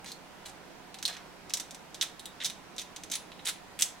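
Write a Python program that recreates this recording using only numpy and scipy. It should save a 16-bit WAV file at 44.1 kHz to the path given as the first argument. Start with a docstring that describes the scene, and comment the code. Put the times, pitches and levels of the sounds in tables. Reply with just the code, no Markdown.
"""A small adjustable wrench clicks and rattles as a thumb turns its worm screw, over a table in a quiet room.
The loose jaw knocks in its slot and the thread slips and catches; each contact force excites the modes
of the steel, which the hands damp almost at once. Fingers rub softly on the wrench head.
The table and nearby things reflect each sound, over a soft room noise with a faint hum."""
import sys
import numpy as np
from scipy import signal
from scipy.fft import rfft, irfft
from scipy.io import wavfile
from scipy.ndimage import uniform_filter1d

SR = 44100
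rng = np.random.default_rng(int(sys.argv[2]) if len(sys.argv) > 2 else 0)


def waveform_to_disk(signal):
    """Save audio, clipped to [-1, 1], as 16-bit WAV at the path in sys.argv[1]."""
    frames = np.transpose(np.atleast_2d(signal))
    scaled = np.clip(frames, -1, 1) * 32767
    samples = np.round(scaled).astype(np.int16)
    wavfile.write(sys.argv[1], SR, samples)


N = 176400

# Spectral density of the room noise: frequency_hz, relative_db
NOISE_SPECTRUM = [(12, -70), (20, -7), (65, -8.5), (116, -10), (172, -4), (357, -4.5), (399, -6.5),
                  (897, -6), (976, -5), (1150, -11), (1260, -9), (3250, -16), (6010, -21), (16000, -33.5)]
# Likeness of the room noise at left and right: frequency_hz, correlation
NOISE_COHERENCE = [(60, 0.27), (180, 0.3), (550, 0.48), (1650, 0.38), (4970, -0.083), (15000, 0.015)]
# Balance of the room noise: frequency_hz, left_minus_right_db
NOISE_BALANCE = [(60, -4), (240, -6), (950, -4.5), (3770, -1), (15000, 0.5)]
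# Tones of the hum: pitch_hz, level_db
HUM_TONES = [(146, -72), (182, -66.5), (726, -67)]
# Modes of the steel: frequency_hz, relative_db
STEEL_MODES = [(2170, -52), (3342, -19), (3490, 1), (3701, 2), (3821, 4), (4165, 8), (5432, 4), (6150, 5),
               (6492, 0), (7757, 5.5), (8155, 4), (10300, -15), (12800, 2)]
# Jaw resonance, shifting with the contact point, ringing on in a loose grip: time_s, pitch_hz, ring_db
JAW_RESONANCE = [(.12, 4220, -27), (.45, 4000, -44), (1.05, 4020, -48), (1.55, 3770, -44),
                 (2.02, 3720, -46), (2.26, 3760, -21), (2.44, 3680, -37), (3.16, 3800, -43),
                 (3.31, 3930, -23), (3.39, 3910, -19), (3.46, 3870, -41), (3.82, 3380, -29.5)]
# High resonance that the contact favours: time_s, pitch_hz, peak_db
HIGH_RESONANCE = [(.45, 6450, 4), (1.05, 5730, -2), (3.136, 6300, 7), (3.15, 9950, 16.5),
                  (3.45, 10250, 6.5), (3.82, 7800, 4.5)]
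# Nominal centres of the four colour bands: body_hz, low_ring_hz, mid_ring_hz, treble_hz
BAND_CENTRES = [2320, 3740, 5900, 9000]
# Radiation of the small tool: frequency_hz, gain_db
RADIATION = [(300, -39), (900, -22), (1400, -9), (2000, -2), (2600, -3.5), (3300, -4.5), (4200, -8),
             (5000, -6), (6200, -4), (8000, -4), (10300, -7), (12000, -12), (16000, -18)]
# Knocks and their band gains: start_s, strength_db, body_db, low_ring_db, mid_ring_db, treble_db
KNOCKS = [(0.0436, -33, -7.5, -20, -17, -11), (0.1168, -29, -27, -2, -14.5, -11),
          (0.9422, -28.5, -12.5, -9, -16.5, -15.5), (0.9862, -39, -9, -3, -3, -10),
          (1.026, -31, -4.5, -1.5, 0.5, -4), (1.0518, -10, -28.5, -3.5, -20.5, -20),
          (1.0776, -19, -17.5, -10.5, -11, -13.5), (1.1663, -29.5, -8, -13, -11, -22),
          (1.4955, -28.5, -30, -15, -9.5, -14.5), (1.504, -39, 0.5, -2, -2, -10),
          (1.536, -10.5, -20.5, -14, -8.5, -14.5), (1.5702, -21.5, -20, -13, -12, -11.5),
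          (1.5974, -23, -17, -14.5, -8, -14.5), (1.7075, -29, -24, -10, -11, -13),
          (1.7458, -27, -21.5, -17, -14, -17), (1.9441, -24.5, -27, -10.5, -13.5, -16.5),
          (2.011, -10.5, -21, -8, -11.5, -20), (2.0242, -13, -16.5, -12.5, -18, -16.5),
          (2.1943, -30.5, -23, -6.5, -15, -9.5), (2.2555, -26, -19, -7, -18.5, -10),
          (2.4021, -28, -12, -7, -21, -36), (2.413, -31, -20, 4, -22, -37),
          (2.4448, -16, -28, -8.5, -9.5, -18), (2.455, -19, -34, -7, -8, -30),
          (2.4981, -25, -16, -7, -16, -14), (2.763, -30.5, -29, -19, -15.5, -20),
          (2.7809, -14.5, -25, -15, -21.5, -25), (2.7884, -20.5, -20, -9.5, -24, -17.5),
          (2.7947, -25.5, -22, -6, -10, -18), (2.9612, -23.5, -19.5, -13, -15, -17.5),
          (3.0348, -26.5, -17.5, -14, -13, -15.5), (3.099, -23, -25, -23, -18, -23),
          (3.1155, -15, -29, -16.5, -15.5, -13), (3.1367, -19, -25, -6.5, -17, -15),
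          (3.153, -22, -29, -8, -10, -13.5), (3.3172, -36.5, -6, -4.5, -19, -25.5),
          (3.3917, -38.5, -7, -4, -32, -28), (3.4533, -24.5, -13, -22, -12, -11),
          (3.4667, -17.5, -15, -6, -37, -18), (3.79, -25.5, -9, -7, -11, -4.5),
          (3.7976, -20.5, -17, -16, -8, -16), (3.8084, -23.5, -10, -8.5, -8, -2),
          (3.8208, -11, -17.5, -10.5, -4, -6.5)]
# Reflections from the table and nearby things: delay_s, gain_db
ECHOES = [(.0026, -8), (.0057, -9), (.0092, -20), (0.015, -19)]
# Reverberation time: frequency_hz, t60_s
ROOM_DECAY = [(500, 0.13), (2000, 0.33), (4000, 0.26), (8000, 0.24), (16000, 0.22)]
# Likeness of the reverberation at left and right: frequency_hz, correlation
ROOM_COHERENCE = [(1000, 0.31), (3000, 0.73), (6000, 0.36), (12000, 0.049)]
# Band gains of the thread's contacts: body_db, low_ring_db, mid_ring_db, treble_db
THREAD_COLOUR = [-2.5, 4.5, 3.5, 4]
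# Slides of the thread: start_s, length_s, level_db, tilt_db_per_octave
RATTLES = [(.056, 0.058, -50.5, -5), (0.452, 0.017, -46.5, -3.5), (0.478, 0.02, -54, -3),
           (1.082, 0.033, -47.5, -5.5), (1.127, .025, -49.5, -8.5), (1.598, 0.009, -40.5, -1),
           (2.021, 0.013, -38.5, 2), (2.401, 0.028, -44, -11.5), (2.448, 0.014, -35.5, 0.5),
           (2.806, 0.016, -45.5, -2), (3.109, 0.052, -41.5, -4), (3.4497, 0.019, -40.5, -1),
           (3.471, 0.022, -39.5, -6.5), (3.794, 0.017, -48, -16)]
# Catches of the thread: start_s, strength_db
TICKS = [(1.0582, -31.5), (2.4373, -38), (2.4615, -30.5), (3.473, -29), (3.4841, -30.5), (3.4911, -32),
         (3.4968, -32.5), (3.8153, -41)]
# Fingers rubbing on the wrench head: start_s, length_s, level_db
RUBS = [(1.067, 0.058, -48), (1.106, 0.15, -57), (1.156, 0.21, -64), (2.008, 0.049, -50.5),
        (3.465, 0.046, -47)]

NOISE_DB, NOISE_PATCH_DB = -50.5, 0.84
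HUM_WANDER_SHARE, HUM_WANDER_HZ = 0.0249, 12.2
KNOCK_CONTACT_S, THREAD_CONTACT_S, CONTACT_GAIN_DB = 0.0019, 0.00104, 27
MODE_WIDTH_HZ, MODE_GAIN_DB, STEEL_RING_DB, STEEL_T60_S = 140, -5.5, -35, 0.1
JAW_WIDTH_HZ, JAW_PEAK_DB, JAW_T60_S, HIGH_WIDTH_HZ = 730, 4.5, 0.087, 520
TAIL_DB, SCATTER_T60_S, ECHO_SMEAR_S, PAN_RIGHT_DB = -4, 0.059, 0.0004, 1.04
SLIPS_PER_S, SLIP_SPREAD_DB, THREAD_WET_DB = 900, 4.5, -0.5


def amp(db):
    """Amplitude ratio of a level in decibels."""
    return 10 ** (np.asarray(db) / 20)


def unit_rms(x):
    """Normalisation to a mean power of one."""
    return x / np.sqrt(np.mean(abs(x) ** 2) + 1e-20)


def unit_energy(x):
    """Normalisation of each channel to an energy of one."""
    return x / np.sqrt(np.sum(x ** 2, -1, keepdims=True) + 1e-20)


def at_frequency(points, hz):
    """Interpolation on a logarithmic frequency axis."""
    known_hz, values = np.transpose(points)
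    return np.interp(np.log(hz + 1), np.log(known_hz + 1), values)


def at_time(curve, time_s):
    """Linear interpolation of every column in time."""
    times, *columns = np.transpose(curve)
    return [np.interp(time_s, times, column) for column in columns]


def add(mix, start_s, sound):
    """Superposition: a sound adds to the stereo mix from its start time."""
    part = mix[:, round(start_s * SR):][:, :sound.shape[1]]
    part += sound[:, :part.shape[1]]


def correlate(noises, correlation):
    """Partial coherence: the right channel takes a share of the left one's noise."""
    left, other = noises
    return np.array([left, correlation * left + np.sqrt(1 - correlation ** 2) * other])


def minimum_phase(spectrum_db):
    """Minimum phase: the most compact causal response with a given magnitude spectrum."""
    log_gain = np.maximum(spectrum_db, -100) * np.log(10) / 20
    mirrored = np.concatenate([log_gain, log_gain[-2:0:-1]])
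    return np.fft.ifft(np.exp(signal.hilbert(mirrored).conj())).real


def room_noise():
    """Coloured, partly coherent noise whose level varies slightly over time and frequency."""
    hz = np.fft.rfftfreq(2048, 1 / SR)
    shape = (2, N // 512 + 5, len(hz))  # channels, frames, bins
    white = rng.standard_normal(shape) + 1j * rng.standard_normal(shape)
    spectra = correlate(white, at_frequency(NOISE_COHERENCE, hz))
    patches = uniform_filter1d(rng.standard_normal(shape[1:]), size=8, axis=0)
    patches = unit_rms(uniform_filter1d(patches, size=16, axis=1))
    spectra *= amp(at_frequency(NOISE_SPECTRUM, hz) + NOISE_PATCH_DB * patches)
    lean_db = at_frequency(NOISE_BALANCE, hz) / 2
    spectra *= amp([lean_db, -lean_db])[:, None]
    _, noise = signal.istft(spectra.transpose(0, 2, 1), nperseg=2048, noverlap=1536)
    return amp(NOISE_DB) * unit_rms(noise[:, :N])


def hum():
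    """Frequency modulation by slow noise makes a few faint, low tones waver."""
    lowpass = np.exp(-(np.fft.rfftfreq(N, 1 / SR) / HUM_WANDER_HZ) ** 2)
    out = np.zeros(N)
    for pitch_hz, level_db in HUM_TONES:
        wander = unit_rms(irfft(lowpass * rfft(rng.standard_normal(N)), N))
        phase = 2 * np.pi * np.cumsum(pitch_hz * (1 + HUM_WANDER_SHARE * wander)) / SR
        out += amp(level_db) * unit_rms(np.sin(phase))
    return out


def contact_force(length_s):
    """Contact chatter: a brief flutter of force with a nearly flat spectrum."""
    t = np.arange(512) / SR
    window = np.exp(-(t / length_s) ** 4)
    force = rng.standard_normal(len(t))
    for _ in range(8):  # confine in time, then flatten the spectrum
        force = irfft(np.exp(1j * np.angle(rfft(force * window))))
    return unit_energy(force * window)


def gripped_steel(time_s, force, colour_db):
    """Damped modal response: the grip broadens the resonances and leaves only a faint ring."""
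    hz = np.fft.rfftfreq(2048, 1 / SR)
    jaw_hz, jaw_ring_db = at_time(JAW_RESONANCE, time_s)
    high_hz, high_db = at_time(HIGH_RESONANCE, time_s)
    peaks = [(f, MODE_WIDTH_HZ, db + MODE_GAIN_DB) for f, db in STEEL_MODES]
    peaks += [(jaw_hz, JAW_WIDTH_HZ, JAW_PEAK_DB), (high_hz, HIGH_WIDTH_HZ, high_db)]
    peak_power = sum(amp(db) ** 2 / (1 + (2 * (hz - f) / width) ** 2) for f, width, db in peaks)
    centres_hz = np.array(BAND_CENTRES, float)
    centres_hz[:2] *= jaw_hz / BAND_CENTRES[1]  # the lower two bands follow the jaw
    contact_db = at_frequency(list(zip(centres_hz, colour_db)), hz)
    snap = minimum_phase(contact_db + at_frequency(RADIATION, hz) + 10 * np.log10(1 + peak_power))
    t = np.arange(SR // 8) / SR
    modes = sum(amp(db) * np.cos(2 * np.pi * f * t) for f, db in STEEL_MODES)
    ring = amp(STEEL_RING_DB) * unit_energy(amp(-60 * t / STEEL_T60_S) * modes)
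    ring += amp(jaw_ring_db) * unit_energy(amp(-60 * t / JAW_T60_S) * np.cos(2 * np.pi * jaw_hz * t))
    ring[0] += 1  # passes the snap itself
    return signal.fftconvolve(signal.fftconvolve(force, snap), ring)


def jaw_knock(start_s, strength_db, colour_db):
    """Impact excitation: the loose jaw strikes its slot in one chattering contact."""
    force = contact_force(KNOCK_CONTACT_S)
    return amp(strength_db + CONTACT_GAIN_DB) * gripped_steel(start_s, force, colour_db)


def room(sound, wet_db=0):
    """Reflection: echoes, scatter from clutter and a short tail, drawn anew, follow the direct sound."""
    size = SR // 3
    t = np.arange(size) / SR
    hz, frame_s, spectra = signal.stft(rng.standard_normal((2, size)), SR, nperseg=256)
    spectra = correlate(spectra, at_frequency(ROOM_COHERENCE, hz)[:, None])
    decay = amp(-60 * frame_s / at_frequency(ROOM_DECAY, hz)[:, None])
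    tail = signal.istft(spectra * decay, SR, nperseg=256)[1][:, :size]
    tail *= np.minimum(t / 0.0043, 1)
    scatter = signal.istft(spectra, SR, nperseg=256)[1][:, size - 1::-1]  # reversed: unlike the tail
    scatter *= amp(-60 * t / SCATTER_T60_S) * np.minimum(t / 0.00087, 1)
    response = amp(wet_db) * (amp(TAIL_DB) * unit_energy(tail) + unit_energy(scatter))
    response[[0, 1], [0, 1]] += 1  # the direct sound reaches the right one sample later
    for delay_s, gain_db in ECHOES:  # uneven surfaces spread each echo in time
        smear = unit_energy(rng.standard_normal(size) * np.exp(-t / ECHO_SMEAR_S))
        add(response, delay_s, amp(gain_db) * smear[None])
    return signal.fftconvolve(sound[None], response, axes=1) * amp([[-PAN_RIGHT_DB], [PAN_RIGHT_DB]])


def thread_rattle(start_s, length_s, level_db, tilt_db_per_octave):
    """Sliding as a Poisson process: the thread slips in a dense run of tiny random contacts."""
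    size = round(length_s * SR)
    chance, strength, side = rng.random((3, SR // 10))[:, :size]
    slip_db = SLIP_SPREAD_DB * np.minimum(-np.log(strength), 3)
    slips = (chance < SLIPS_PER_S / SR) * np.sign(side - 0.5) * amp(slip_db)
    force = np.convolve(slips, contact_force(THREAD_CONTACT_S))
    octaves = np.log2(np.array(BAND_CENTRES) / np.mean(BAND_CENTRES))
    rattle = gripped_steel(start_s, force, THREAD_COLOUR + tilt_db_per_octave * octaves)
    return amp(level_db) * np.sqrt(size) * unit_energy(rattle)


def thread_tick(start_s, strength_db):
    """Stick-slip: the thread catches and lets go with one short, sharp tick."""
    force = contact_force(THREAD_CONTACT_S)
    colour_db = np.array(THREAD_COLOUR) - max(THREAD_COLOUR)
    return amp(strength_db + CONTACT_GAIN_DB) * gripped_steel(start_s, force, colour_db)


def finger_rub(length_s, level_db):
    """Friction noise: skin sliding on steel gives a soft band of noise that swells and fades."""
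    size = round(length_s * SR)
    bandpass = signal.butter(2, [595, 2000], "bandpass", fs=SR)
    friction = unit_rms(signal.lfilter(*bandpass, rng.standard_normal(SR)))[:size]
    return amp(level_db) * np.hanning(size) * friction


def scene():
    """Superposition of fingers and wrench, with their reflections, on the room's noise and hum."""
    mix = room_noise() + hum()
    for start_s, length_s, level_db in RUBS:
        add(mix, start_s, room(finger_rub(length_s, level_db)))
    for start_s, strength_db, *colour_db in KNOCKS:
        knock = jaw_knock(start_s, strength_db, colour_db)
        add(mix, start_s + 0.0008, room(knock))  # each knock sounds 0.8 ms after its listed start
    for start_s, strength_db in TICKS:
        add(mix, start_s, room(thread_tick(start_s, strength_db), THREAD_WET_DB))
    for start_s, *slide in RATTLES:
        add(mix, start_s, room(thread_rattle(start_s, *slide), THREAD_WET_DB))
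    return mix


def record(dry):
    """Band limiting: a linear-phase low-pass removes the highest treble."""
    lowpass = signal.firwin(255, cutoff=16100, window=("kaiser", 9), fs=SR)
    return signal.oaconvolve(dry, lowpass[None], "same")


dry = scene()
out = record(dry)
waveform_to_disk(out)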